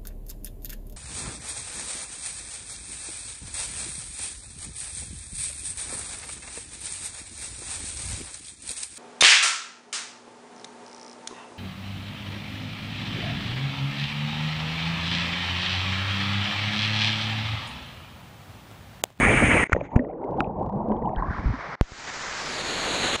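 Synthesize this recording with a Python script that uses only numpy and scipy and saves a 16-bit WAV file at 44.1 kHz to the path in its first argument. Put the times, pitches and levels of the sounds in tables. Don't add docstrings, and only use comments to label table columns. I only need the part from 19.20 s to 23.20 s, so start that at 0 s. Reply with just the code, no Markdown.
import sys
import numpy as np
from scipy import signal
from scipy.fft import rfft, irfft, next_fast_len
from scipy.io import wavfile
from scipy.ndimage import uniform_filter1d, map_coordinates

SR = 44100
rng = np.random.default_rng(int(sys.argv[2]) if len(sys.argv) > 2 else 0)


def put_to_file(sound):
    columns = np.atleast_2d(sound).T
    safe = np.clip(columns, -1, 1)
    whole_steps = np.round(safe * 32767)
    wavfile.write(sys.argv[1], SR, whole_steps.astype(np.int16))


def voltage_ratio(decibels):
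    exponent = np.asarray(decibels, float) / 20
    return 10 ** exponent


N = 176400


def unit(x):
    return x / np.sqrt(np.mean(x ** 2) + 1e-20)


def along(points, hz):
    f, v = np.transpose(points)
    return np.interp(np.log(hz + 1), np.log(f + 1), v)


def curves(rows):
    s, db, *cols = np.transpose(rows)
    t = np.arange(N) / SR
    gate = np.clip(np.minimum(t - s[0] + .01, s[-1] + .01 - t) * 100, 0, 1)
    return [gate * voltage_ratio(np.interp(t, s, db))] + [np.interp(t, s, c) for c in cols]


def wobble(rate):
    knots = rng.standard_normal(int(N * rate / SR) + 4)
    return map_coordinates(knots, [np.arange(N) * rate / SR])


def filtered(x, response):
    m = next_fast_len(N + SR // 2)
    return irfft(rfft(x, m) * response(np.fft.rfftfreq(m, 1 / SR)), m)[:N]


def coloured(x, spectrum):
    return unit(filtered(x, lambda hz: voltage_ratio(along(spectrum, hz))))


def rush(spectrum, patchy_db):
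    z = signal.stft(rng.standard_normal(N), nperseg=256)[2]
    field = uniform_filter1d(rng.standard_normal(z.shape), size=4, axis=0)
    field = uniform_filter1d(field, size=8, axis=1)
    x = signal.istft(z * voltage_ratio(patchy_db * unit(field)), nperseg=256)[1][:N]
    return coloured(x, spectrum)


def bubbles(spectrum, low_hz, octaves, cycles, rise, spread_db, count):
    u, t = rng.random((count, 3)), np.arange(1500) / SR
    hz = low_hz * 2 ** (octaves * u[:, 1:2])
    life = np.minimum(cycles / hz, t[-1])
    tone = np.sin(2 * np.pi * hz * t * (1 + rise * t / life))
    tone = tone * np.exp(-3 * t / life) * (1 - np.exp(-t * hz))
    size = voltage_ratio(-spread_db * np.log(u[:, 2:] + 0.055)) * hz
    at = (u[:, :1] * N).astype(int) + np.arange(len(t))
    x = np.bincount(at.ravel(), (tone * size).ravel(), N)[:N]
    return coloured(x, spectrum)


# (time [s], level [dB])
ROAR_LEVEL = [(0, -19), (.44, -18.5), (.444, -38.5), (.471, -37), (.475, -57.5), (.515, -43), (.57, -51),
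              (.62, -52.5), (.68, -54), (.72, -59), (.745, -62)]
# (frequency [Hz], level [dB])
ROAR_LOW = [(12, -28), (214, -8.5), (950, -16), (1600, -15), (2250, -8), (2700, -18), (3900, -40.5),
            (6600, -85)]
ROAR_TREBLE = [(2500, -41.5), (4570, -18), (5840, -17.5), (6500, -4), (7500, -13.5), (9100, 2),
               (10000, -15), (10200, -59), (11000, -94)]
SUNK_TREBLE = [(2500, -21.5), (3500, -14), (5500, -22), (6500, -3), (7500, -20), (10000, -52)]
SLOSH_SPECTRUM = [(12, -5), (40, 26.5), (280, 16.5), (700, -65.5)]


def waterfall():
    level, = curves(ROAR_LEVEL)
    sunk = np.arange(N) > 0.475 * SR
    slosh = voltage_ratio(-6) * unit(voltage_ratio(2.5 * wobble(25)) * rush(SLOSH_SPECTRUM, 2.5))
    low = voltage_ratio(0.4 * wobble(40)) * rush(ROAR_LOW, 2.5)
    treble = voltage_ratio(-19.5) * np.where(sunk, 0.88 * rush(SUNK_TREBLE, 3), rush(ROAR_TREBLE, 0.46))
    spatter = np.where(sunk, unit(voltage_ratio(5.7 * wobble(59.1))), 1)
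    return level * spatter * (low + treble + slosh)


# (time [s], level [dB])
FILM_LEVEL = [(1.98, -56.5), (2.09, -49), (2.115, -43), (2.4, -37), (2.553, -34.5), (2.556, -62.5),
              (2.61, -55)]
# (frequency [Hz], level [dB])
FILM_SPECTRUM = [(60, -20), (500, 0), (1000, 6), (2200, 0), (2600, -14), (5500, -19), (8000, -38),
                 (14000, -100)]


def wet_port():
    level, = curves(FILM_LEVEL)
    return level * rush(FILM_SPECTRUM, 0.79)


def port(x, peak_hz):
    notch_ratio, notch_wide_hz, peak_wide_hz = 1.205, 298, 525
    f, t, z = signal.stft(x, SR, nperseg=512)
    f, c = f[:, None], np.interp(t, np.arange(N) / SR, peak_hz)
    dip = (c * notch_ratio) ** 2 - f * f + 1j * f * notch_wide_hz
    peak = c * c - f * f + 1j * f * peak_wide_hz
    return unit(signal.istft(z * np.abs(dip / peak), SR, nperseg=512)[1][:N])


# (time [s], level [dB], port cleared [0-1], port resonance [Hz])
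DRAINING = [(2.625, -51, 0.04, 5690), (2.85, -37, 0, 5900), (3.15, -32.5, 0.03, 5760),
            (3.4, -31, 0.76, 4420), (3.7, -27, 0.92, 4320), (3.962, -25, 0.96, 4120),
            (3.968, -40, 0.52, 4130), (4, -33, 1, 4180)]
# (frequency [Hz], level [dB])
DAMP_SPECTRUM = [(25, -0.5), (450, -0.5), (750, 2.5), (1950, 5), (2700, -3), (7200, -5), (9000, -27.5),
                 (12000, -71)]
CLEAR_SPECTRUM = [(25, -13.5), (400, -3.5), (3000, -11), (6000, -17.5), (6600, -4), (7500, -14),
                  (11500, -30.5), (13000, -79.5)]


def draining_port():
    level, cleared, peak_hz = curves(DRAINING)
    cleared = np.clip(cleared, 0, 1)
    damp = np.sqrt(1 - cleared) * rush(DAMP_SPECTRUM, 1)
    clear = np.sqrt(cleared) * port(rush(CLEAR_SPECTRUM, 0.61), peak_hz)
    return level * (damp + clear)


# (time [s], level [dB], small bubbles [0-1])
CLOUD_LEVEL = [(.54, -38.5, 1), (.62, -37.5, 0), (.67, -41.5, 0.08), (.71, -48, 0.94), (.75, -30, 1),
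               (.8, -30.5, 0), (.86, -34.5, 0), (.95, -37.5, 0.07), (1.05, -32, 0.2), (1.2, -28, 0.76),
               (1.33, -34.5, 0.5), (1.41, -30, 0.57), (1.47, -34, 0.83), (1.6, -32, 0.65),
               (1.74, -27.5, 0.6), (1.8, -31.5, 0.74), (1.9, -29.5, 0.99), (2.35, -53.5, 1)]
# (frequency [Hz], level [dB])
BIG_BUBBLES = [(150, -31.5), (250, -11.5), (600, -11), (850, -25.5), (2000, -48), (3000, -62.5),
               (8000, -100)]
SMALL_BUBBLES = [(330, -2), (520, -6.5), (850, 1.5), (1080, -7.5), (1340, -32.5), (2300, -49.5),
                 (6000, -63), (9000, -100)]
CRACKLE_SPECTRUM = [(800, -27.5), (2000, -4), (3200, -18.5), (7000, -27.5), (10000, -69)]


def bubbly_wash(spectrum):
    ringing = bubbles(spectrum, 150, 3.3, cycles=11, rise=.09, spread_db=2, count=1300)
    return unit(ringing + .8 * rush(spectrum, 2.5))


def bubble_cloud():
    level, small = curves(CLOUD_LEVEL)
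    small = np.clip(small, 0, 1)
    cloud = np.sqrt(1 - small) * bubbly_wash(BIG_BUBBLES) + np.sqrt(small) * bubbly_wash(SMALL_BUBBLES)
    fizz = bubbles(CRACKLE_SPECTRUM, 1200, 1.6, cycles=6.2, rise=.03, spread_db=15.5, count=900)
    snaps = bubbles(CRACKLE_SPECTRUM, 2500, 0.84, cycles=1.6, rise=0, spread_db=6.5, count=200)
    return level * (cloud + voltage_ratio(-45) * (fizz + 0.2 * snaps))


# (time [s], level [dB], frequency [Hz], negative
# pulls first, ring to -30 dB [s])
GLUG_EVENTS = [(.496, -17.5, 389, 0.0064), (0.521, 1, 594, 0.0016), (0.53, -3.5, -80.5, 0.019),
               (0.549, -15.5, 575, 0.018), (0.565, -8.5, -480, 0.01), (0.612, -15.5, 572, 0.014),
               (0.7564, -3.5, 66, 0.017), (0.763, 14, -135, 0.004), (0.766, -16.5, 242.5, 0.064),
               (0.795, -14, 257, 0.049), (1.2058, -8, 1340, 0.0053), (1.2048, -17, 2554, 0.005),
               (1.2055, -9.5, 195, 0.0073), (1.97, -16.5, 40.5, 0.15), (2.084, -16.5, 62, 0.036),
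               (2.096, -18, -98, 0.032), (2.108, -17, -190, 0.017), (2.257, -11, -53.5, 0.11),
               (2.303, -11, -105, 0.026)]
# (time [s], level [dB], frequency [Hz])
SURGE_EVENTS = [
    (0.03, -11, 223),
    (0.103, -12.5, 166),
    (0.194, -24, 173),
    (0.267, -11, 263),
    (0.358, -19.5, 184),
]


def glugs():
    out, t = np.zeros(N + SR), np.arange(SR // 4) / SR
    surges = [(s, db + 0.5, hz, 3 / hz) for s, db, hz in SURGE_EVENTS]
    for s, db, hz, rings in GLUG_EVENTS + surges:
        shape = voltage_ratio(db - 1 - 30 * t / rings) * (1 - np.exp(-10 * t * abs(hz))) ** 2
        out[round(s * SR):][:len(t)] += shape * np.sin(2 * np.pi * hz * t)
    return out[:N]


# (time [s], level [dB], decay to -60 dB [s])
SLAP_EVENTS = [
    (0.4958, -30, 0.0091),
    (0.5228, -10, 0.0018),
    (.529, -4.5, 0.013),
    (0.758, -25, 0.03),
    (1.2063, -21, 0.0035),
    (1.89, -41, 0.016),
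]
# (frequency [Hz], bandwidth [Hz], level [dB])
CASE_MODES = [(1333, 377, 8.5), (2000, 710, 8), (2614, 576, 2.5), (6370, 460, -13), (8600, 1200, -25.5)]


def peaks(table, f):
    return sum((-1) ** k * voltage_ratio(db) * 1j * f * w / (c * c - f * f + 1j * f * w)
               for k, (c, w, db) in enumerate(table))


def slaps():
    out, t = np.zeros(N + SR), np.arange(SR // 4) / SR
    for s, db, t60 in SLAP_EVENTS:
        shape = voltage_ratio(db + 10.0 - 60 * t / t60) * (1 - np.exp(-9 * t / t60))
        out[round(s * SR):][:len(t)] += shape * rng.standard_normal(len(t))
    return filtered(out[:N], lambda f: 0.011 / (1 + 1j * f / 6000) + peaks(CASE_MODES, f))


# (time [s], level [dB])
FILM_POPS = [
    (2.6113, -3),
    (2.72, -29),
]


def film_pops():
    input_hz, input_damp, leak_hz, snap_hz = 39.5, 1.33, 9.8, 2206
    step = np.zeros(N)
    for s, db in FILM_POPS:
        step[round(s * SR)] = -voltage_ratio(db) * SR / (2 * np.pi)

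    def response(f):
        vent = 1j * f / (1j * f + leak_hz)
        high_pass = -1j * f / (f * f - input_hz ** 2 - 1j * f * input_damp * input_hz)
        return vent * high_pass / (1 + 1j * f / snap_hz)

    return filtered(step, response)


# (time [s], level [dB], frequency
# [Hz])
TICK_EVENTS = [(0.5287, -7.5, 2040), (0.562, -25, 1880), (0.609, -29.5, 2360), (.793, -22.5, 1870),
               (.848, -39.5, 1920), (1.04, -42.5, 2120), (1.198, -39.5, 3500), (1.203, -47, 5000),
               (1.228, -60, 3700), (0.935, -49, 1950), (.9, -47, 2100), (1.172, -53, 2200),
               (1.264, -48, 2600), (1.718, -41, 1980), (1.995, -54, 4270), (2.004, -54, 4180),
               (.652, -45, 2400), (.683, -43, 2130), (1.244, -34.5, 2500), (1.718, -38, 1590),
               (1.719, -47, 3026), (1.766, -50.5, 3200), (1.823, -43, 1905), (1.858, -46, 2940),
               (1.951, -41, 1870), (1.961, -34, 3150), (1.984, -32.5, 1730), (1.9815, -22, 877),
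               (2.0231, -13.5, 1034), (0.912, -49, 2300)]


def ticks():
    out, t = np.zeros(N + SR), np.arange(SR // 4) / SR
    for s, db, hz in TICK_EVENTS:
        rough = 1 + 0.12 * map_coordinates(rng.standard_normal(230), [t * 900])
        shape = voltage_ratio(db + 1 - 60 * t * hz / 33) * (1 - np.exp(-1.6 * t * hz)) ** 2
        out[round(s * SR):][:len(t)] += shape * rough * np.sin(2 * np.pi * hz * t)
    return out[:N]


# (time [s], level [dB], frequency [Hz])
BLOOP_EVENTS = [(0.716, -24, 850), (0.895, -21, 715), (0.928, -27, 455), (1.029, -20, 859),
                (1.047, -27, 556), (1.094, -24, 452), (1.128, -20, 667), (1.167, -20, 490),
                (1.183, -14.5, 748), (1.224, -14.5, 704), (1.23, -22.5, 764), (1.248, -17.5, 817),
                (1.278, -26.5, 490), (1.409, -14.5, 741), (1.496, -17.5, 894), (1.522, -21.5, 950),
                (1.628, -24, 823), (1.656, -22, 668), (1.696, -20, 920), (1.719, -17, 933),
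                (1.743, -20.5, 804), (1.817, -19.5, 458), (1.847, -18.5, 918), (1.889, -19, 686),
                (1.995, -22, 1030), (2.043, -19, 1030), (2.061, -29, 1000), (2.083, -21.5, 1084),
                (2.104, -21, 1450), (2.114, -22.5, 1620), (2.124, -20, 1530), (2.164, -30, 1520),
                (2.206, -24.5, 970)]


def bloops():
    ring_cycles, rise = 36.6, .04
    out, t = np.zeros(N + SR), np.arange(SR // 8) / SR
    for s, db, hz in BLOOP_EVENTS:
        u = t * hz
        shape = voltage_ratio(db - 2.5 - 60 * u / ring_cycles) * (1 - np.exp(-1.2 * u)) ** 2
        out[round(s * SR):][:len(t)] += shape * np.sin(2 * np.pi * u * (1 + rise * u / 10))
    return out[:N]


# (time [s], level [dB])
GURGLE_LEVEL = [(1.97, -39.5), (2.03, -45.5), (2.12, -37), (2.22, -43), (2.3, -51)]
# (frequency [Hz], level [dB])
THROAT_SPECTRUM = [(700, -23), (1050, -6), (1300, -13), (1600, -13.5), (2300, -19), (5000, -60)]


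def gurgle():
    level, = curves(GURGLE_LEVEL)
    return level * bubbles(THROAT_SPECTRUM, 900, 1.1, cycles=20, rise=.05, spread_db=2.5, count=900)


# (time [s], level [dB], frequency [Hz])
POCKET_TONE = [(1.37, -47, 194.4), (1.424, -27, 194.5), (1.482, -40.5, 216.6), (1.546, -30, 199.7),
               (1.658, -32.5, 221.7), (1.698, -24, 206), (1.802, -43.5, 229), (1.82, -23.5, 221),
               (1.92, -52, 211)]


def air_pocket():
    level, hz = curves(POCKET_TONE)
    phase = 2 * np.pi * np.cumsum(hz) / SR
    tone = wobble(27.86) * np.cos(phase) + wobble(27.86) * np.sin(phase)
    return voltage_ratio(-3) * level * unit(tone)


# (time [s], level [dB])
SWIRL_LEVEL = [(.54, -29.5), (.7, -41), (.8, -32), (.92, -47), (1.2, -32), (1.33, -31), (1.45, -29),
               (1.7, -34), (1.9, -35), (2.1, -38), (2.3, -25), (2.43, -51), (2.55, -42)]
# (frequency [Hz], level [dB])
DEEP_SPECTRUM = [(12, -34.5), (40, -2), (150, -7.5), (205, -14.5), (270, -18), (520, -23), (880, -100)]


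def swirl():
    level, = curves(SWIRL_LEVEL)
    ringing = bubbles(DEEP_SPECTRUM, 120, 1.3, cycles=9, rise=.08, spread_db=4, count=240)
    return 0.76 * level * unit(ringing + .7 * rush(DEEP_SPECTRUM, 3))


def scene():
    roar = waterfall() + wet_port() + draining_port()
    impacts = glugs() + slaps() + film_pops() + ticks()
    water = bubble_cloud() + bloops() + gurgle() + air_pocket() + swirl()
    return (roar + impacts + water)[None]


def low_pass(x):
    return signal.sosfilt(signal.butter(12, 11990, fs=SR, output="sos"), x)


def record(dry):
    step_s, start_s, step_db = .032, .0233, .9
    block = ((np.arange(N) / SR + step_s - start_s) / step_s).astype(int)
    gain = voltage_ratio(step_db * rng.standard_normal(block[-1] + 1))[block]
    gain = uniform_filter1d(uniform_filter1d(gain, size=3), size=3)
    mix = dry * gain
    mix = mix / (1 + np.abs(mix) ** 4) ** (1 / 4)
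    return low_pass(mix)


dry = scene()
out = record(dry)
put_to_file(out)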